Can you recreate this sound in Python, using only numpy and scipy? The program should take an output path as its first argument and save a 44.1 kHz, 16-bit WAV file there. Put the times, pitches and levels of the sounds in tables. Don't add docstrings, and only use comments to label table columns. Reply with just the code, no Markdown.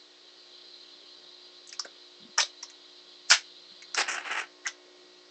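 import sys
import numpy as np
from scipy import signal
from scipy.fft import rfft, irfft, next_fast_len
from scipy.io import wavfile
from scipy.ndimage import uniform_filter1d, map_coordinates

SR = 44100
rng = np.random.default_rng(int(sys.argv[2]) if len(sys.argv) > 2 else 0)


def unload_audio(sound):
    columns = np.transpose(np.atleast_2d(sound))
    steps = np.round(np.clip(columns, -1, 1) * 32767)
    wavfile.write(sys.argv[1], SR, steps.astype(np.int16))


N = 233813

# t/s, low ring f/Hz, level/dB, high ring f/Hz, level/dB, damping (width over pitch)
TAPE_SNAPS = [ (1.6742, 2720, -50, 7230, -32.5, .35), (1.693, 2000, -44, 6040, -28, .3),
              (1.7274, 1900, -28.5, 5000, -22, 0.26), (1.734, 2400, -34, 6200, -29, 0.18),
              (1.7958, 1120, -12.5, 5420, -1.5, 0.21), (1.8488, 1540, -23.5, 6860, -34, 0.17),
              (1.854, 553, -22.5, 4400, -32, 0.39), (2.3825, 1540, 2, 5740, 3, 0.18),
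              (2.389, 1790, -3.5, 5700, -10, 0.27), (2.399, 2260, -2.5, 5300, -18, .2),
              (2.4047, 2750, -5, 5500, 1.5, 0.18), (2.4139, 1000, -22, 4600, -14, 0.67),
              (2.43, 563, -19, 3820, -6, 0.14), (2.628, 2040, -26, 5800, -21, 0.16),
              (2.6314, 1045, -26.5, 5440, -14.5, 0.19), (2.7, 2070, -39, 6150, -37.5, .25),
              (3.303, 1670, -4, 5000, 5, 0.46), (3.306, 2400, -4, 4740, 3.5, .3),
              (3.3134, 1556, 8.5, 4730, 5, 0.16), (3.321, 1970, 4.5, 5400, -2, 0.27),
              (3.823, 2050, -26.5, 6170, -33, 0.22), (3.947, 1400, -9.5, 5600, -3.5, 0.32),
              (4.6542, 1870, -19, 5800, -48, .1), (4.6625, 1994, -7.5, 5800, -28, 0.084),
              (4.6683, 1500, -4, 6300, -10, .17), (4.6762, 3270, -13, 5570, -9, 0.21)]
# full at t/s, rise/s, hold/s, edge delay/s, strip level/dB; roll, fold, edge level/dB over that
TAPE_RIPS = [(2.379, 0.0035, .02, 0.00038, -31.5, 3.5, 5, 2.5),
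             (3.313, 0.013, 0.0092, -0.0065, -17, -9, -9, -0.5),
             (4.662, 0.025, 0.011, -0.0011, -41, -4.5, -11.5, -8)]
# strip, roll, fold, edge, each as fall/(dB/s)
RIP_FADES = [437, 595, 494, 413]
# f/Hz, width/Hz, weight/dB
ROLL_RINGS = [(610, 620, 5), (1047, 1100, 7.5)]
STRIP_RINGS = [(1670, 1070, -2.8), (2223, 450, 2.3), (2850, 1130, -4)]
EDGE_RINGS = [(5100, 440, 5.6), (5940, 1100, 3.5), (7430, 1160, 1.5)]
FOLD_RINGS = [(3700, 2100, 0.0051), (4900, 3150, 0.5)]
# full at t/s, rise/s, hold/s
LANDING_TIMING = (3.976, .018, .032)
# bed level/dB; thud, fold, grit level/dB over that
LANDING_LEVELS = (-24.5, -7.5, -7, -6)
# bed, thud, fold, grit, each as fall/(dB/s)
LANDING_FADES = [450, 480, 380, 600]
# t/s, level/dB, grit level/dB over that
SHOVES = [
    [(4.062, -53, -24), (4.078, -35.5, -16), (4.09, -28.5, -5), (4.146, -35.5, -5), (4.16, -37.5, -10),
     (4.182, -32.5, -20), (4.194, -43, -13), (4.24, -48, -22), (4.243, -46, -26)],
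    [(4.243, -43, -26), (4.249, -36, -21), (4.281, -34, -17), (4.295, -40, -16), (4.301, -38, -26)],
    [(4.301, -32, -34), (4.309, -29, -17), (4.341, -34.5, -13), (4.357, -34.5, -18), (4.385, -28, -15),
     (4.409, -36, -9.5), (4.431, -38.5, -19), (4.48, -75, -16)],
]
# f/Hz, width/Hz, weight/dB
THUD_RINGS = [(239, 175, -1.5), (392, 250, 4.5), (848, 320, 5.5)]
BED_RINGS = [(1232, 780, -1.5), (1920, 1120, 1), (2870, 890, -1.83)]
GRIT_RINGS = [(5430, 1200, 0.62), (7520, 3600, -1.7)]
# t/s, level/dB, f/Hz, time to fade by 60 dB/s
LOW_BUMPS = [(2.201, -56, 200, 0.16), (2.224, -48, 190, 0.068), (2.25, -42, 233, 0.057),
             (2.29, -48.5, 213, 0.05), (3.715, -54.5, 198, 0.06)]
# f/Hz, time to fade by 60 dB/s
CABINET_DECAY = [(200, 0.072), (1500, 0.16), (5000, 0.17), (9000, 0.093)]
# t/s, whistle level/dB, hum level/dB, level/dB of the tone at 3 x mains relative to the hum
BACKGROUND_LEVELS = [(0.0, -57.5, -62, -19), (0.3, -54, -63, -13), (0.5, -51, -62, -15),
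                     (1.25, -51, -60.5, -17.5), (1.9, -53, -61, -19), (2.75, -53, -61, -24),
                     (3.0, -52.5, -62, -14), (3.8, -50, -62, -13), (3.95, -49.5, -59.5, -13),
                     (4.1, -58.5, -56, -16), (4.43, -58.5, -58, -16), (4.81, -61.5, -57, -31),
                     (5.1, -59, -59.5, -18), (5.3, -58, -60.5, -17)]
# f/Hz, relative level/dB
RUSH_COLOUR = [(240, -32.5), (400, -6.5), (586, -11.5), (916, -12.5), (1190, -8), (1290, -9.5),
               (2120, -11.5), (4550, -6), (7120, -19), (9260, -30), (12000, -78), (20400, -120)]
RUMBLE_COLOUR = [(30, -42.5), (100, -27.5), (170, -10.5), (270, -7.5), (400, -1), (560, -0.5), (800, -6.5),
                 (1200, -36.5)]
# f/Hz, width/Hz, weight/dB
DUCT_RINGS = [(4163, 424, 5.5), (3090, 860, 0.5), (4680, 360, 1.5)]
# multiple of the mains frequency, relative level/dB
HUM_TONES = [(5, -3.5), (6, 2.5), (8, -10), (9, -8.5), (10, -10), (11, -9), (13, -13), (15, -11.5),
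             (17, -15), (18, -9), (21, -21), (24, -13.5), (31, -15), (32, -9.5), (36, -18), (37, -13.5)]
# f/Hz, level/dB
MIC_RESPONSE = [(20, -15), (150, -3.5), (400, -4), (7800, -1), (8500, -10), (9100, -32.5), (9400, -45)]


def tape_snaps():
    out, crackle = np.zeros(N), grains(per_s=2500, spread_db=2.5, smooth=1.0)
    size, release = 8192, round(.004 * SR)
    crackle_fade_s, low_widening = 0.051, 1.67
    late = (np.arange(size // 2) - release) / SR
    hz = np.fft.rfftfreq(size, 1 / SR)
    for s, low_hz, low_db, high_hz, high_db, damping in TAPE_SNAPS:
        at = round(s * SR) - release
        crackle_db = -24.5 - 0.37 * max(low_db, high_db)
        shape_db = np.where(late < 0, 6000 * late, -60 * late / crackle_fade_s)
        burst = amp(crackle_db + shape_db) * crackle[at:at + len(late)]
        burst[release] = 1
        low = amp(low_db) * resonator([(low_hz, low_widening * damping * low_hz, 0)])(hz)
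        high = amp(high_db) * resonator([(high_hz, damping * high_hz, 0)])(hz)
        out[at:at + size] += irfft(rfft(burst, size) * (low + high))
    return out


def tape_rips():
    fold_delay_s = 0.022
    gains = 0
    for s, rise_s, hold_s, edge_delay_s, *levels in TAPE_RIPS:
        gains += swells((s, rise_s, hold_s), levels, RIP_FADES, [0, 0, fold_delay_s, edge_delay_s])
    crackle = grains(per_s=1600, spread_db=2.0, smooth=0.8)
    return ring(gains * crackle, [STRIP_RINGS, ROLL_RINGS, FOLD_RINGS, EDGE_RINGS])


def roll_on_bed():
    t = np.arange(N) / SR
    thud_db, fold_db = -9.5, -21
    gains = swells(LANDING_TIMING, LANDING_LEVELS, LANDING_FADES, delays_s=[0, 0, 0, 0])
    for shove in SHOVES:
        db, grit_db = curves(shove)
        moving = (t >= shove[0][0]) & (t < shove[-1][0])
        gains += moving * amp([db, db + thud_db, db + fold_db, db + grit_db])
    catch = amp(2.52 * wobble(per_s=200))
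    friction = catch * grains(per_s=1800, spread_db=2.0, smooth=0.88)
    return ring(gains * friction, [BED_RINGS, THUD_RINGS, FOLD_RINGS, GRIT_RINGS])


def bumps():
    out, t = np.zeros(N + SR), np.arange(SR // 4) / SR
    onset = 1 - np.exp(-t / 0.0042)
    for s, db, hz, fade_s in LOW_BUMPS:
        gain = amp(db + 7.5 - 60 * t / fade_s) * onset
        out[round(s * SR):][:len(t)] += gain * np.sin(2 * np.pi * hz * t)
    return out[:N]


def cabinet_echo(x):
    out, step, delay = np.zeros(N + SR), SR // 2, 130
    for at in range(0, N, step):
        hz, t, noise = signal.stft(rng.standard_normal(step), SR, nperseg=256)
        fade = amp(-60 * t / at_pitch(CABINET_DECAY, hz)[:, None])
        tail = signal.istft(noise * fade, SR, nperseg=256)[1]
        echo = signal.fftconvolve(x[at:at + step], tail / np.linalg.norm(tail))
        out[at + delay:][:len(echo)] += echo
    return out[:N]


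def fan_and_mains():
    mains_hz, rush_db, rumble_db = 60, -57.5, -7
    whistle_db, hum_db, third_db = curves(BACKGROUND_LEVELS)
    rush = patchy_noise(colour(RUSH_COLOUR), patchy_db=0.5)
    whistle = patchy_noise(resonator(DUCT_RINGS), patchy_db=2.34)
    rumble = patchy_noise(colour(RUMBLE_COLOUR), patchy_db=4.5)
    phase = 2 * np.pi * mains_hz * np.arange(N) / SR - .6
    hum = sum(amp(db + 1.1 * wobble(3)) * np.sin(multiple * phase + 0.6 * wobble(3))
              for multiple, db in HUM_TONES + [(3, third_db)])
    whistle *= amp(whistle_db + 0.32 * wobble(9.4))
    rumble *= amp(rumble_db + 1.3 * wobble(23))
    return amp(rush_db) * rush + whistle + amp(hum_db) * (hum + rumble)


def swells(timing, levels, fades, delays_s):
    full_s, rise_s, hold_s = timing
    db, *relative_db = levels
    rise_db = 23
    gains = []
    for offset_db, fall_db_per_s, delay_s in zip([0, *relative_db], fades, delays_s):
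        late = np.arange(N) / SR - (full_s + delay_s)
        shape_db = np.minimum(rise_db * late / rise_s, 0) - fall_db_per_s * np.maximum(late - hold_s, 0)
        gains.append(amp(db + offset_db + shape_db))
    return np.array(gains)


def grains(per_s, spread_db, smooth):
    clicks = (rng.random(N) < per_s / SR) * rng.choice([-1, 1], N)
    sizes = amp(spread_db * rng.exponential(1, N).clip(0, 3))
    return unit(unit(clicks * sizes) + smooth * rng.standard_normal(N))


def patchy_noise(response, patchy_db):
    spectrum = signal.stft(rng.standard_normal(N), nperseg=512)[2]
    patches = uniform_filter1d(rng.standard_normal(spectrum.shape), size=5, axis=0)
    patches = uniform_filter1d(patches, size=8, axis=1)
    noise = signal.istft(spectrum * amp(patchy_db * unit(patches)), nperseg=512)[1][:N]
    return unit(filtered(noise, response))


def wobble(per_s):
    coarse = np.arange(0, N + 32, 32)
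    values = rng.standard_normal(int(N * per_s / SR) + 4)
    return np.interp(np.arange(N), coarse, map_coordinates(values, [coarse * per_s / SR]))


def resonator(rings):
    def shape(f):
        once = sum((-1) ** k * amp(db) * 1j * f * width / (hz * hz - f * f + 1j * f * width)
                   for k, (hz, width, db) in enumerate(rings))
        return once ** 2
    rms = np.sqrt(np.mean(np.abs(shape(np.linspace(1, SR / 2, 2000))) ** 2))
    return lambda f: shape(f) / rms


def ring(shakes, parts):
    return sum(filtered(shake, resonator(part)) for shake, part in zip(shakes, parts))


def filtered(x, response):
    size = next_fast_len(N + SR // 2)
    return irfft(rfft(x, size) * response(np.fft.rfftfreq(size, 1 / SR)), size)[..., :N]


def colour(points):
    return lambda hz: amp(at_pitch(points, hz))


def at_pitch(points, hz):
    f, values = np.transpose(points)
    return np.interp(np.log(hz + 1), np.log(f + 1), values)


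def curves(rows):
    s, *columns = np.transpose(rows)
    return [np.interp(np.arange(N) / SR, s, column) for column in columns]


def amp(db):
    return 10 ** (np.asarray(db) / 20)


def unit(x):
    return x / np.sqrt(np.mean(x ** 2) + 1e-20)


def scene():
    near = tape_snaps() + tape_rips() + roll_on_bed()
    return (near + amp(-11.0) * cabinet_echo(near) + bumps() + fan_and_mains())[None]


def record(dry):
    peak_limit, top_hz, hiss_db = .7, 9410, -101
    heard = filtered(dry, colour(MIC_RESPONSE))
    heard = heard / (1 + np.abs(heard / peak_limit) ** 4) ** (1 / 4)
    heard = filtered(heard, lambda hz: np.clip((top_hz - hz) / 300, 0, 1) ** 2)
    return heard + amp(hiss_db) * rng.standard_normal(dry.shape)


dry = scene()
out = record(dry)
unload_audio(out)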